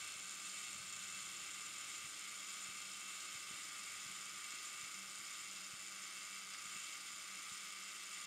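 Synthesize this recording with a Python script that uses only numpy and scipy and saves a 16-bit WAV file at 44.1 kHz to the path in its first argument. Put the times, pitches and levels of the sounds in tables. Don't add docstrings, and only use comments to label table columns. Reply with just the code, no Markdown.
import sys
import numpy as np
from scipy import signal
from scipy.fft import rfft, irfft
from scipy.io import wavfile

SR = 44100
rng = np.random.default_rng(int(sys.argv[2]) if len(sys.argv) > 2 else 0)


def int16_out(signal):
    q = np.round(np.clip(np.atleast_2d(signal).T, -1, 1) * 32767)
    wavfile.write(sys.argv[1], SR, q.astype(np.int16))


N = 364266
TIME_S = np.arange(N) / SR

# (tick level [dB], tock level [dB], lateness [ms])
TEETH = [(-1.5, -0.5, -0.17), (0.1, 0.8, -0.31), (-1.1, -0.5, -0.24), (-0.5, -2.2, -0.11),
         (-1.5, 0.1, -0.01), (-0.6, 1.1, 0.03), (-0.5, -2, 0.03), (-3, -1, 0.14), (-1.8, 0.5, 0.14),
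         (-0.4, -0.7, 0.03), (0, -1.5, 0.03), (-1.6, -0.5, 0.12), (-2.3, 0, 0.13), (-1.5, 0.5, 0.09),
         (-0.7, -1.2, 0.1), (-1.2, 1.5, 0.01)]
# (frequency [Hz], tock over tick [dB])
TOCK = [(1200, -13), (1800, 4.5), (2500, -1), (4500, -2), (6200, 5.5), (7200, 1.7), (9000, -2), (14000, 1)]
JITTER_MS = .12


def from_db(db):
    return 10 ** (np.asarray(db) / 20)


def rms_one(x):
    return x / np.sqrt(np.mean(x ** 2) + 1e-30)


def at_hz(points, hz):
    points_hz, points_db = np.transpose(points)
    return np.interp(np.log(hz), np.log(points_hz), points_db)


def over_time(points):
    return np.interp(TIME_S, *np.transpose(points))


def resonance(x, hz, width_hz):
    r = np.exp(-np.pi * max(width_hz, 1) / SR)
    top = [(1 - r * r) / 2, 0, (r * r - 1) / 2]
    bottom = [1, -2 * r * np.cos(2 * np.pi * hz / SR), r * r]
    return signal.lfilter(top, bottom, x + 1e-18)


def swing_count():
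    # (time [s], pace [swings/s])
    pace = [(0.0, 108.33), (0.08, 112.21), (0.22, 102.68), (0.29, 107.55), (0.43, 109.18), (1.73, 110.22),
            (1.87, 111.14), (2.11, 105.61), (2.27, 109.66), (2.39, 113.25), (2.57, 109.9), (3.2, 112.28),
            (3.37, 111.59), (4.93, 108.93), (5.07, 102.23), (5.33, 104.77), (5.39, 108.72), (5.54, 103.63),
            (5.62, 107.16), (5.86, 100.09), (6.22, 103.43), (6.29, 101.75), (6.35, 108.5), (6.46, 96.79),
            (6.56, 106.79), (6.81, 110.88), (6.86, 115.57), (6.98, 110.76), (7.24, 105.29), (8.3, 106.41)]
    pace_cycles = [(75.1, .26, 3.41), (82.4, .069, 6.5), (54, .05, -25.6), (36.3, .032, 1.2)]
    even = -.23 + np.cumsum(over_time(pace)) / SR
    count = even
    for _ in range(4):
        count = even + sum(lead * np.cos(2 * np.pi * (count - ahead) / cycle)
                           for cycle, lead, ahead in pace_cycles)
    return count


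def blows(swings):
    tick_at, tock_at = -.14, .34
    blow_spread_db = .5
    number = np.arange(2 * int(swings[-1]))
    kind = number % 2
    tooth = np.array(TEETH)[number // 2 % len(TEETH)]
    chance = rng.standard_normal((len(number), 2))
    when_s = np.interp(number // 2 + np.where(kind, tock_at, tick_at), swings, TIME_S)
    when_s = when_s + (tooth[:, 2] + JITTER_MS * chance[:, 0]) / 1000
    level_db = np.where(kind, tooth[:, 1], tooth[:, 0]) + blow_spread_db * chance[:, 1]
    return np.clip((when_s * SR).astype(int), 0, N - 1), level_db, kind


def recoils(swings):
    recoil_at = .66
    number = np.arange(int(swings[-1]))
    when = np.interp(number + recoil_at, swings, np.arange(N))
    when = when + JITTER_MS * rng.standard_normal(len(number)) * SR / 1000
    return np.clip(when, 0, N - 1).astype(int)


def rattle():
    clicks_per_s = 1500
    signs = rng.choice([-1, 1], N)
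    return rms_one(signs * (rng.random(N) < clicks_per_s / SR))


def favoured_regions(count, spread_db):
    tooth_share = .3
    linger_db, linger_swings = 0.54, 18
    top_db = 5
    kinds = 2 * len(TEETH)
    habit = rng.standard_normal((kinds, len(spread_db)))[np.arange(count) % kinds]
    fresh = rng.standard_normal((count, len(spread_db)))
    favour_db = spread_db * (np.sqrt(tooth_share) * habit + np.sqrt(1 - tooth_share) * fresh)
    keep = np.exp(-.5 / linger_swings)
    wander = signal.lfilter([1], [1, keep], rng.standard_normal(fresh.shape), axis=0)
    favour_db = favour_db + linger_db * rms_one(wander)
    return np.where(favour_db > 0, top_db * np.tanh(favour_db / top_db), favour_db)


def ringing(modes, at, level_db, kind, back, gears):
    # (time [s], colour [-1..1])
    colour_points = [(0, 0.78), (.65, 0.95), (1.1, 0.62), (2.3, 0.091), (3.2, 0.41), (3.7, -0.22),
                     (5.3, -0.43), (6.52, -0.7), (6.56, -0.3), (6.95, -0.34), (7.4, -0.52), (8.26, -0.4)]
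    # (frequency [Hz], spread from blow to blow [dB])
    regions = [(1200, -0.1), (2400, 0.5), (4500, 1.5), (6000, 1.5), (7100, 2), (8600, 2.5), (11000, 2),
               (14000, .8)]
    # (time [s], level [dB])
    middle_points = [(0.0, -54), (0.02, -53.5), (0.27, -56), (0.69, -54), (0.8, -57), (0.83, -55),
                     (2.07, -55), (2.11, -58.5), (2.14, -55.5), (2.23, -54), (2.42, -55.5), (4.85, -55),
                     (5.1, -56.5), (5.5, -55), (5.59, -56.5), (6.37, -55), (6.46, -56.5), (6.9, -54.5),
                     (7.01, -57), (7.08, -53), (7.13, -57), (7.27, -55.5), (8.17, -55), (8.26, -55)]
    # (frequency [Hz], gears over blows [dB])
    rattle_spectrum = [(1200, -6), (2000, 2.5), (4000, 0.5), (5400, -3.5), (6300, -6), (7200, -18.5),
                       (9000, -19), (15000, -14)]
    # (frequency [Hz], recoil over tick [dB])
    recoil_spectrum = [(1200, -21), (2500, -3), (4500, -7), (7000, -20), (9000, -13), (14000, -11)]
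    mode_spread_db = 1.03
    bounce_ms, bounce_db = 1.1, -10.5
    contact_ms = .4
    whole_body_hz = 3500
    in_step_hz = 1600
    skirt_hz = 900

    out = np.zeros(N)
    colour = over_time(colour_points)
    middle_db = over_time(middle_points)
    middle_db = middle_db - middle_db.mean()
    bounce_delay = (bounce_ms * rng.uniform(.5, 1.5, len(at)) * SR / 1000).astype(int)
    again = np.minimum(at + bounce_delay, N - 1)
    centres, spread_db = np.transpose(regions)
    favour_db = favoured_regions(len(at), spread_db)

    for k, (hz, width_hz, mode_db, shift_db) in enumerate(modes):
        local = hz > whole_body_hz
        region_db = favour_db[:, np.argmin(abs(np.log(centres / hz)))]
        chance_db = mode_spread_db * rng.standard_normal(len(at))
        strength = from_db(level_db + region_db + kind * at_hz(TOCK, hz) + chance_db)
        recoil = from_db(at_hz(recoil_spectrum, hz)) * np.ones(len(back)) * (-1) ** k
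        late = np.zeros(len(at), int)
        if local:
            strength = strength * rng.choice([-1, 1], len(at))
            recoil = recoil * rng.choice([-1, 1], len(back))
            late = (contact_ms * rng.random(len(at)) * SR / 1000).astype(int)
        if hz > in_step_hz:
            strength = strength * (-1) ** k

        clicks = np.zeros(N)
        clicks[np.minimum(again + late, N - 1)] = strength * from_db(bounce_db)
        clicks[np.minimum(at + late, N - 1)] = strength
        clicks[back] = recoil
        force = rms_one(rms_one(clicks) + from_db(at_hz(rattle_spectrum, hz)) * gears)
        ring = resonance(resonance(force, hz, skirt_hz), hz, width_hz)
        gain_db = mode_db + shift_db * colour
        if 1950 < hz < 3600:
            gain_db = gain_db + middle_db
        out += from_db(gain_db) * ring
    return rms_one(out)


def snap(at, level_db, kind):
    # (frequency [Hz], width [Hz], level [dB])
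    snap_bands = [(2710, 1500, -68.5), (5130, 1800, -65.5), (8690, 1600, -65), (10400, 1400, -77.5)]
    snap_spread_db = 2
    out = np.zeros(N)
    for hz, width_hz, band_db in snap_bands:
        chance_db = snap_spread_db * rng.standard_normal(len(at))
        clicks = np.zeros(N)
        clicks[at] = from_db(level_db + kind * at_hz(TOCK, hz) + chance_db)
        band = resonance(resonance(clicks, hz, width_hz), hz, width_hz)
        out += from_db(band_db) * rms_one(band)
    return out


def drive(swings, start_db, db_per_s, db_per_pace):
    mean_pace = 108
    pace = np.gradient(swings) * SR
    return from_db(start_db + db_per_s * TIME_S + db_per_pace * (pace - mean_pace))


def clockwork():
    # (frequency [Hz], width [Hz], level [dB], shift [dB per unit of colour])
    steel_modes = [(5860, 120, -8.5, 1.5), (6047, 44, -3, 0.5), (6214, 134, -3, -5.5), (6440, 120, -6, 5.5),
                   (6840, 43, -8, 1.1), (6779, 30, -1, -6), (6943, 300, 1, 0.5), (7140, 180, 0.5, -1),
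                   (7153, 195, -1, 2), (7305, 41, -1, -3.5), (7490, 60, -1.5, 6.5), (8020, 88, 0.5, 0.5),
                   (8390, 380, -4.5, -3), (8660, 450, -7, 4.5), (8970, 67, -6, 4), (9083, 68, -2, -1.5),
                   (9600, 32, -29, -3), (10100, 270, -13, -1.5), (10200, 150, -23, 3),
                   (10530, 25, -10.5, -4), (10700, 42, -16, 0), (10960, 220, -9, -0.5),
                   (11240, 32, -21, -2), (11670, 130, -15.5, -4), (11600, 32, -19, 7), (12200, 271, -16, 0),
                   (12900, 330, -23, 0.1), (12900, 32, -21, -5), (13553, 110, -19, -3),
                   (13700, 240, -16, -1), (15400, 120, -52, -6)]
    # (frequency [Hz], width [Hz], level [dB], shift [dB per unit of colour])
    plate_modes = [(1202, 63, -3.5, -1.5), (1259, 71, -1, 0), (1391, 103, -2.5, -0.5), (1522, 33, -4.5, 3),
                   (1733, 210, -23, 3.5), (1813, 32, -17, 3), (2008, 125, -4.5, -3), (2106, 42, 1, -1.7),
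                   (2206, 80, 1.5, -1.5), (2281, 38, 1.5, -0.5), (2387, 150, -8.5, 3), (2534, 51, -2, -0.3),
                   (2658, 44, 1.5, 1.5), (2720, 44, 0.5, -1.5), (3060, 100, -1, 0), (3182, 25, -1.5, -0.5),
                   (3310, 130, -2, 0), (3555, 58, -6, -1), (3720, 68, -2, 1.1), (4006, 120, -6, 0),
                   (4173, 86, -8.5, 2), (4357, 61, -4, 4.5), (4630, 110, -5.5, -5.5), (4773, 28, -7, -4),
                   (4830, 91, -9.5, 5), (5016, 32, -2, -5), (5188, 61, -5.5, -2.5), (5245, 71, -4, 0.5),
                   (5460, 64, -9, 1.5), (5780, 54, -9.5, 1)]
    swings = swing_count()
    hits = blows(swings)
    back, gears = recoils(swings), rattle()
    steel_gain = drive(swings, start_db=-53, db_per_s=-0.14, db_per_pace=0.12)
    plates_gain = drive(swings, start_db=-52, db_per_s=-0.053, db_per_pace=0.12)
    steel = steel_gain * ringing(steel_modes, *hits, back, gears)
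    plates = plates_gain * ringing(plate_modes, *hits, back, gears)
    no_bass = signal.butter(8, 1080, "high", fs=SR, output="sos")
    return signal.sosfilt(no_bass, steel + plates + snap(*hits) + catch())


def room(x):
    t60_s = 0.15
    t = np.arange(int(.5 * SR)) / SR
    dull_noise = signal.lfilter([1], [1, -.5], rng.standard_normal(len(t)))
    tail = dull_noise * from_db(-60 * t / t60_s) * (t > .004)
    return signal.fftconvolve(x, tail / np.sqrt(np.sum(tail ** 2)))[:N]


def background():
    # (frequency [Hz], level per Hz [dB])
    air_spectrum = [(20, -38), (40, -13.5), (70, -15), (150, -10), (190, -2.5), (240, -10.5), (308, -2.5),
                    (465, -9.5), (630, -6), (700, -12.5), (804, -4.5), (950, -17), (1300, -26)]
    # (time [s], level [dB])
    rumble_level = [(0, -73.5), (.5, -83.5), (.92, -72), (2.05, -82.5), (3.2, -86.5), (4.0, -80),
                    (6.3, -88), (6.7, -82), (8.26, -93)]
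    # (frequency [Hz], width [Hz], level [dB])
    hum_tones = [(191, 6.7, -81), (290.6, 8.3, -87.5), (344.7, 10, -85.5), (638, 8.3, -89),
                 (804, 11, -87.5), (863, 15, -89.5)]
    # (time [s], level [dB])
    low_hum_wander = [(0.0, -79), (.6, -78.5), (1.2, -77), (2, -81), (2.6, -76), (3.3, -80), (3.6, -79),
                      (4.05, -80.5), (4.09, -70), (4.85, -88), (5.02, -67), (5.22, -92), (5.27, -75),
                      (6.81, -80), (7.27, -89), (7.32, -78), (8.14, -78), (8.26, -87)]
    low_hum_hz, hiss_db = 191.72, -76.5
    air_db, air_db_per_s = -69, -0.29

    hz = np.maximum(np.arange(N // 2 + 1) * SR / N, 1)
    air = rms_one(irfft(rfft(rng.standard_normal(N)) * from_db(at_hz(air_spectrum, hz)), N))
    air = from_db(air_db + air_db_per_s * TIME_S) * air

    low_band = signal.butter(2, [80, 180], "band", fs=SR, output="sos")
    low = signal.sosfilt(low_band, rng.standard_normal(N))
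    rumble = from_db(over_time(rumble_level)) * rms_one(low)

    hum = np.sqrt(2) * np.sin(2 * np.pi * low_hum_hz * TIME_S)
    hum = from_db(over_time(low_hum_wander)) * hum
    for tone_hz, width_hz, level_db in hum_tones:
        hum += from_db(level_db) * rms_one(resonance(rng.standard_normal(N), tone_hz, width_hz))
    hiss = from_db(hiss_db) * rng.standard_normal(N)
    return air + rumble + hum + hiss


def thuds():
    # (time [s], level [dB], frequency [Hz])
    thud_list = [(0.155, -59, 145), (0.75, -57, 170), (0.796, -58, 131), (1.423, -58, 156),
                 (2.04, -58, 131), (2.056, -59, 178), (2.684, -57.5, 149), (3.349, -56, 152),
                 (3.505, -55, 175), (3.509, -62, 400), (3.531, -60, 124), (4.058, -55, 159),
                 (4.097, -57.5, 188), (4.536, -58, 238), (4.828, -59.5, 133), (5.191, -63, 167),
                 (5.732, -54, 150), (6.652, -60, 165), (6.758, -55, 194), (6.762, -64, 350),
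                 (7.514, -58, 150)]
    push = 0.13
    out = np.zeros(N)
    for start_s, level_db, hz in thud_list:
        t = np.arange(int(2.1 * SR / hz)) / SR
        swing = push - np.cos(2 * np.pi * hz * (t - t[-1] / 2))
        pulse = swing * np.hanning(len(t))
        start = int(start_s * SR)
        out[start:start + len(t)] += from_db(level_db) * pulse
    return out


def catch():
    # (time [s], peak level [dB], frequency [Hz])
    catch_clicks = [(6.5365, -41, 4870), (6.5385, -46, 2180), (6.545, -44, 3000), (6.548, -42, 1900)]
    width_hz = 1000
    out = np.zeros(N)
    click = signal.unit_impulse(SR // 50)
    for start_s, level_db, hz in catch_clicks:
        ring = resonance(resonance(click, hz, width_hz), hz, width_hz)
        start = int(start_s * SR)
        out[start:start + len(ring)] += from_db(level_db) * ring / abs(ring).max()
    return out


def scene():
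    room_db = -15.5
    camera = clockwork()
    mix = camera + from_db(room_db) * room(camera) + thuds() + background()
    return mix[None]


def record(dry):
    low_pass = signal.ellip(12, .5, 60, 15740, fs=SR, output="sos")
    return signal.sosfilt(low_pass, dry)


dry = scene()
out = record(dry)
int16_out(out)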